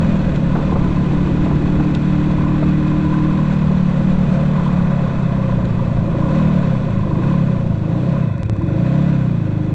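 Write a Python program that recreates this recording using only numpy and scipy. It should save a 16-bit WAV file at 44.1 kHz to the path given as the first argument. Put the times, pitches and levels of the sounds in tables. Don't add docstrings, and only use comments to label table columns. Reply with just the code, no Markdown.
import sys
import numpy as np
from scipy import signal
from scipy.fft import rfft, irfft, next_fast_len
from scipy.io import wavfile
from scipy.ndimage import uniform_filter1d, minimum_filter1d, map_coordinates

SR = 44100
rng = np.random.default_rng(int(sys.argv[2]) if len(sys.argv) > 2 else 0)


def generate_wav(sig):
    pcm = np.round(np.clip(np.atleast_2d(sig).T, -1, 1) * 32767).astype(np.int16)
    wavfile.write(sys.argv[1], SR, pcm)


N = 429534
CRUISE_HZ, IDLE_HZ = 36, 25

# frequency in Hz, relative level in dB.
HISS_COLOUR = [(6000, -31), (9200, -5.5), (10000, 1.5), (11300, -5), (12700, -2), (13500, -0.5),
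               (14200, -5), (15700, -12.5)]
TICK_COLOUR = [(1500, -16), (3000, 8), (3900, 8.5), (4600, -6), (6300, -11), (7000, 1), (7700, -25),
               (11000, -3), (14000, -11)]
TYRE_COLOUR = [(250, -14), (700, 13), (1100, 12.5), (1700, 3), (3000, -27.5), (7000, -26.5)]
BUFFET_COLOUR = [(12, -0.5), (28, -4), (70, -3), (130, -6.5), (250, -9), (500, -23.5), (1500, -50.5),
                 (6000, -72.5)]
WIND_SLAP_COLOUR = [(30, -20), (120, -3.5), (400, 9.5), (800, 1), (1300, -4.5), (2500, -26), (6000, -65)]
INTAKE_COLOUR = [(80, -38), (190, -12.5), (270, -5.5), (315, 6), (380, -6), (470, -9.5), (800, -17.5),
                 (3000, -56.5)]
CLATTER_COLOUR = [(100, -23), (350, 1.5), (600, 2), (850, 8.5), (1300, 4), (1700, -0.5), (2250, -4.5),
                  (3000, -5.5), (4100, -10), (5000, -18), (7600, -21), (9300, -34.5)]
# pitch in Hz, width in Hz, relative level in dB.
CASE_NOTES = [(541.5, 28.3, 7.5), (686.6, 49, -2)]
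BARREL_NOTES = [(985, 74, 1.5), (1052, 91, 0.5), (1175, 40, -5)]
FIN_NOTES = [(1458, 100, 10.5), (1837, 150, 2.5), (1980, 18, 11.5), (2146, 120, 1.5), (2449, 61, 7),
             (2596, 44, 7), (3400, 45, 0), (3557, 38, 0), (3816, 64, -2.5), (4130, 66, -11.5),
             (4280, 36, -6.5), (4670, 71, -14), (5470, 43, -16.5), (6060, 59, -12), (7300, 100, -16.5)]
PIPE_NOTES = [(128, 87, -8.5), (183.7, 33, -2)]
SILENCER_NOTES = [(106.5, 6.5, 0)]

# time in seconds, base level in dB.
HISS_LEVELS = [(0, -99), (5.3, -90.5), (6.2, -89), (6.8, -93.5), (7.7, -81.5), (8.9, -77), (9.74, -75.5)]
# start in seconds, level in dB.
TICK_HITS = [(0.36, -34.5), (1.95, -26), (5.654, -37)]
# middle in seconds, level in dB, pitch in Hz, fade in seconds.
RATTLE_HITS = [(3.14, -37, 1450, .02), (3.53, -37.5, 1490, 0.031), (4.34, -36.5, 1400, 0.032),
               (4.66, -45, 3330, .03), (8.472, -63, 3100, 0.011), (8.558, -65, 7400, .006)]
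# time in seconds, base level in dB.
WIND_LEVELS = [(0, -19.5), (1.6, -22.5), (2.4, -23.5), (3.6, -24.5), (4.3, -24), (5.1, -24), (5.7, -22.5),
               (7.2, -24.5), (8.3, -34.5), (9.74, -32)]
# middle in
# seconds, change of level in dB.
RUMBLE_SWELLS = [(.75, 2.5), (1.12, -0.5), (1.35, 4), (1.7, 5), (2.4, 4.5), (4.17, 3.5), (4.75, 2), (6.17, 1),
                 (7.62, 5.5)]
# start in seconds, strength in dB.
WIND_SLAPS = [(0.552, -12.5), (0.586, -21), (0.721, -16), (0.756, -13), (0.86, -25), (1.052, -29),
              (1.309, -21), (1.457, -19), (1.51, -17.5), (1.679, -22), (1.753, -21), (1.797, -16.5),
              (2.332, -19), (2.624, -16.5), (3.705, -22), (4.179, -29)]

# time in seconds, cycles per second.
REVS_IN_GEAR = [(0.0, 42.47), (0.25, 38.46), (0.42, 34.58), (0.62, 38.1), (0.75, 35.92), (2.0, 37.08),
                (3.26, 38.14), (3.69, 37.43), (3.86, 36.17), (4.04, 37.18), (4.66, 36.01), (5.16, 33.47),
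                (5.63, 29.92), (6.13, 27.0)]
# start in seconds, climb time in seconds, top revs in cycles per second,
# revs lost each second afterwards, revs they sink toward.
THROTTLE_BLIPS = [(6.172, 0.247, 39.1, 25.26, 24.42), (7.14, 0.194, 35.64, 27.15, 25.3),
                  (7.854, 0.304, 33.8, 70.2, 10.07), (8.505, 0.543, 35.03, 24.5, 25.52)]
# start in seconds, end in seconds, opening from 0 to 1.
THROTTLE_PULLS = [(0, .75, .45), (.75, 3.25, .85), (3.25, 3.45, .4), (8.75, 9.4, .65), (9.4, 9.74, 1)]
# time in seconds, then base levels in dB of cases, head clatter and fins.
METAL_LEVELS = [(0, -29.5, -36.5, -41), (.9, -36, -37, -42.5), (2.9, -39, -38.5, -41),
                (4.2, -33, -37, -43.5), (4.9, -32.5, -39, -40.5), (6.4, -29.5, -37.5, -42),
                (7.3, -30.5, -38.5, -40.5), (7.7, -32.5, -39.5, -45.5), (8.2, -31.5, -40, -42.5),
                (8.46, -35.5, -51, -38), (8.85, -30.5, -39, -41), (9.74, -39.5, -42, -44.5)]
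# time in seconds, base level in dB.
PISTON_LEVELS = [(0, -37.5), (.35, -41), (.6, -36), (1.9, -40.5), (2.4, -35), (2.8, -41), (3, -35.5),
                 (3.5, -37), (4, -40.5), (4.25, -46), (4.6, -34.5), (5.2, -36.5), (5.6, -36.5), (6.05, -36),
                 (6.27, -29.5), (6.55, -38), (7, -36.5), (7.23, -34), (7.75, -42), (8.15, -36.5),
                 (8.5, -44), (8.9, -40), (9.74, -46.5)]
# time in seconds, gain of the even throb in dB, gain of the uneven sputter in dB.
FIRING_LEVELS = [(0, -2, -20.5), (.7, -2, -23), (1, -1, -22.5), (2.9, 0, -28), (3.7, -0.5, -26),
                 (4.1, -1, -18), (5, -2.5, -21), (5.5, -2.5, -24), (6, -3, -19), (6.45, 1, -25.5),
                 (6.85, -3.5, -17.5), (7.33, 1, -21.5), (7.65, -2, -26), (8.1, 0, -19), (8.42, -2, -26.5),
                 (8.63, 1, -25), (8.85, 1.5, -26), (9.1, 2, -46), (9.4, 0, -26.5), (9.74, 0, -28)]
HARMONIC_BOOSTS = {2: 10, 3: 0.35, 4: 13.14, 5: 13.1, 6: 9.7, 7: 4.5, 8: 7.4, 9: 3.6, 11: 1.4, 12: 2.3, 13:
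                   6.2}
# frequency in Hz, base level of a harmonic in dB.
SHUT_TONE = [(50, -52), (75, -42.5), (100, -32.5), (125, -31), (150, -31.5), (175, -30), (200, -32.5),
             (230, -34.5), (260, -43.5), (305, -47), (335, -47.5), (375, -43.5), (430, -49)]
# frequency in Hz, change of level in dB.
OPEN_HONK = [(55, 6.5), (100, -5), (150, -0.5), (220, -5), (260, 3.5), (305, 20), (350, 1), (430, -8.5)]


def amp(db):
    return 10 ** (np.asarray(db) / 20)


def unit(x):
    return x / np.sqrt(np.mean(x ** 2) + 1e-20)


def curves(rows):
    s, *cols = np.transpose(rows)
    return [np.interp(np.arange(N) / SR, s, c) for c in cols]


def wobble(rate):
    return map_coordinates(rng.standard_normal(int(N * rate / SR) + 4), [np.arange(N) * rate / SR])


def noise():
    return rng.standard_normal(N)


def filtered(x, response):
    size = next_fast_len(N + SR // 2)
    return irfft(rfft(x, size) * response(np.fft.rfftfreq(size, 1 / SR)), size)[:N]


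def coloured(x, colour):
    freqs, db = np.transpose(colour)
    return unit(filtered(x, lambda hz: amp(np.interp(np.log(hz + 1), np.log(freqs), db))))


def resonance(hz, centre, width):
    return 1j * hz * width / (centre ** 2 - hz ** 2 + 1j * hz * width)


def ring(x, notes):
    return unit(filtered(x, lambda hz: sum((-1) ** k * amp(db) * resonance(hz, centre, width)
                                           for k, (centre, width, db) in enumerate(notes))))


def strokes(cycles, scatter_db, count):
    at = np.flatnonzero(np.diff(np.floor(cycles * count)) > 0)
    return np.bincount(at, amp(scatter_db * rng.uniform(-1, 1, len(at))), N)


def bursts(hits, fade_s, bed):
    flare = signal.lfilter([1], [1, -np.exp(-1 / (fade_s * SR))], hits)
    return noise() * (bed + unit(flare))


def hiss(revs, cycles, db_per_octave=8, flutter_db=3):
    base_db, = curves(HISS_LEVELS)
    swell_db = db_per_octave * np.log2(revs / CRUISE_HZ)
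    swing_db = flutter_db * np.cos(2 * np.pi * cycles)
    return amp(base_db + swell_db + swing_db + 1.5 * wobble(8.4)) * coloured(noise(), HISS_COLOUR)


def rattles(width_share=0.092):
    t = np.arange(N) / SR
    return sum(amp(db) * np.exp(-((t - s) / fade_s) ** 2) * ring(noise(), [(hz, width_share * hz, 0)])
               for s, db, hz, fade_s in RATTLE_HITS)


def ticks(fade_s=.004):
    t = np.arange(N) / SR
    flare = sum(amp(db) * (t >= s) * np.exp(-np.abs(t - s) / fade_s) for s, db in TICK_HITS)
    return flare * coloured(noise(), TICK_COLOUR)


def passing_car(nearest_s=4.72, span_s=0.39, db=-35.5):
    distance = np.hypot(1, (np.arange(N) / SR - nearest_s) / span_s)
    return amp(db) * coloured(noise(), TYRE_COLOUR) / distance


def wind(swell_fade_s=0.14, slap_rise_s=0.0036):
    t = np.arange(N) / SR
    base_db, = curves(WIND_LEVELS)
    gust_db = sum(db * np.exp(-((t - s) / swell_fade_s) ** 2) for s, db in RUMBLE_SWELLS)
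    rumble = unit(coloured(noise(), BUFFET_COLOUR) * amp(0.31 * wobble(23)))
    slaps = np.zeros(N)
    for s, db in WIND_SLAPS:
        age = np.maximum(t - s, 0) / slap_rise_s
        slaps += amp(db) * np.sqrt(age) * np.exp(-age / 2)
    return amp(base_db + gust_db) * rumble + slaps * coloured(noise(), WIND_SLAP_COLOUR)


def throttle(lead_s=0.15, climb_share=0.43, lag_s=0.15):
    t = np.arange(N) / SR
    snaps = [(start - lead_s, start + climb_share * rise, 1) for start, rise, *_ in THROTTLE_BLIPS]
    twists = [opening * ((t >= on) & (t < off)) for on, off, opening in list(THROTTLE_PULLS) + snaps]
    keep = np.exp(-1 / (lag_s * SR))
    return signal.lfilter([1 - keep], [1, -keep], np.max(twists, axis=0))


def engine_revs(flywheel_s=.05):
    t = np.arange(N) / SR
    revs, = curves(REVS_IN_GEAR)
    for start, rise, top, fall, bottom in THROTTLE_BLIPS:
        age, low = t - start, np.interp(start, t, revs)
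        climb = low + (top - low) * np.sin(np.pi / 2 * age / rise)
        coast_s = np.hypot(age - rise, flywheel_s) - flywheel_s
        coast = bottom + np.logaddexp(0, top - bottom - fall * coast_s)
        revs = np.select([age < 0, age < rise], [revs, climb], coast)
    return revs


def intake(cycles, opening, shut_db=-19, open_rise_db=17):
    _, uneven_db = curves(FIRING_LEVELS)
    gulps = bursts(strokes(cycles, scatter_db=4, count=2), fade_s=0.00099, bed=5.2)
    return amp(uneven_db + shut_db + open_rise_db * opening) * coloured(gulps, INTAKE_COLOUR)


def case_hum(revs, cycles, db_per_octave=3.5, throb_db=2):
    base_db, _, _ = curves(METAL_LEVELS)
    shaking = noise() * amp(throb_db * np.cos(2 * np.pi * (cycles - 0.23)))
    revs_db = db_per_octave * np.log2(revs / CRUISE_HZ)
    return amp(base_db + revs_db + wobble(6.6)) * ring(shaking, CASE_NOTES)


def piston_slap(cycles, scrape=1.5):
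    base_db, = curves(PISTON_LEVELS)
    knocks = strokes(cycles - .3, scatter_db=2.5, count=1)
    scrapes = scrape * unit(bursts(knocks, fade_s=0.011, bed=0.5))
    return amp(base_db + wobble(11)) * ring(unit(knocks) + scrapes, BARREL_NOTES)


def valve_clatter(revs, cycles, opening, db_per_octave=5, load_db=0.5, throb_db=0.5):
    _, head_db, fins_db = curves(METAL_LEVELS)
    taps = strokes(cycles, scatter_db=5.5, count=4)
    head = amp(head_db) * coloured(bursts(taps, fade_s=0.0051, bed=1.8), CLATTER_COLOUR)
    fins = amp(fins_db) * ring(bursts(taps, fade_s=0.0057, bed=1), FIN_NOTES)
    effort_db = db_per_octave * np.log2(revs / CRUISE_HZ) + load_db * opening
    return amp(effort_db + throb_db * np.cos(2 * np.pi * cycles)) * (head + fins)


def silencer_boom(revs, cycles, db=-19, steepness=2.8):
    stalling = np.clip(steepness * (1 - revs / IDLE_HZ), 0, 1)
    return amp(db) * stalling * ring(strokes(cycles, scatter_db=10.5, count=2), SILENCER_NOTES)


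def exhaust_puffs(cycles, gain_db=-4):
    _, uneven_db = curves(FIRING_LEVELS)
    puffs = strokes(cycles, scatter_db=2.5, count=2) * np.sign(noise())
    hollow = ring(ring(puffs, PIPE_NOTES), PIPE_NOTES)
    return amp(uneven_db + gain_db) * hollow


def exhaust_drone(revs, cycles, opening, odd_db_per_octave=11, even_db_per_octave=1, spread=0.523):
    even_db, uneven_db = curves(FIRING_LEVELS)
    octaves = np.log2(np.maximum(revs, IDLE_HZ) / CRUISE_HZ)
    fired = cycles + 0.02 * amp(uneven_db - uneven_db.max()) * wobble(45)
    drone = np.zeros(N)
    for harmonic in range(2, 17):
        hz = harmonic * revs
        shut_db = np.interp(hz, *np.transpose(SHUT_TONE))
        honk_db = opening * np.interp(hz, *np.transpose(OPEN_HONK))
        revs_db = octaves * (odd_db_per_octave if harmonic % 2 else even_db_per_octave)
        waver_db = .13 * harmonic * wobble(24)
        db = HARMONIC_BOOSTS.get(harmonic, 0) + shut_db + honk_db + revs_db + waver_db
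        sweep = spread * (revs / CRUISE_HZ) ** 3 * (harmonic - 5) ** 2
        drone += np.sqrt(2) * amp(db) * np.cos(2 * np.pi * harmonic * fired + sweep)
    return amp(even_db) * drone


def scene(treble_cut_hz=8500):
    revs, opening = engine_revs(), throttle()
    cycles = .065 + np.cumsum(revs) / SR + .003 * wobble(18)
    background = rattles() + ticks() + passing_car() + wind()
    metal = case_hum(revs, cycles) + piston_slap(cycles) + valve_clatter(revs, cycles, opening)
    exhaust = silencer_boom(revs, cycles) + exhaust_puffs(cycles) + exhaust_drone(revs, cycles, opening)
    mix = background + intake(cycles, opening) + metal + exhaust
    dulled = filtered(mix, lambda hz: 1 / np.hypot(1, (hz / treble_cut_hz) ** 11))
    return (dulled + hiss(revs, cycles))[None]


def record(dry):
    ceiling, window, top_hz = .54, 1323, 15700
    needed = np.minimum(1, ceiling / (np.abs(dry[0]) + 1e-9))
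    gain = uniform_filter1d(minimum_filter1d(needed, size=window), size=window)
    return filtered(dry[0] * gain, lambda hz: hz < top_hz)[None]


dry = scene()
out = record(dry)
generate_wav(out)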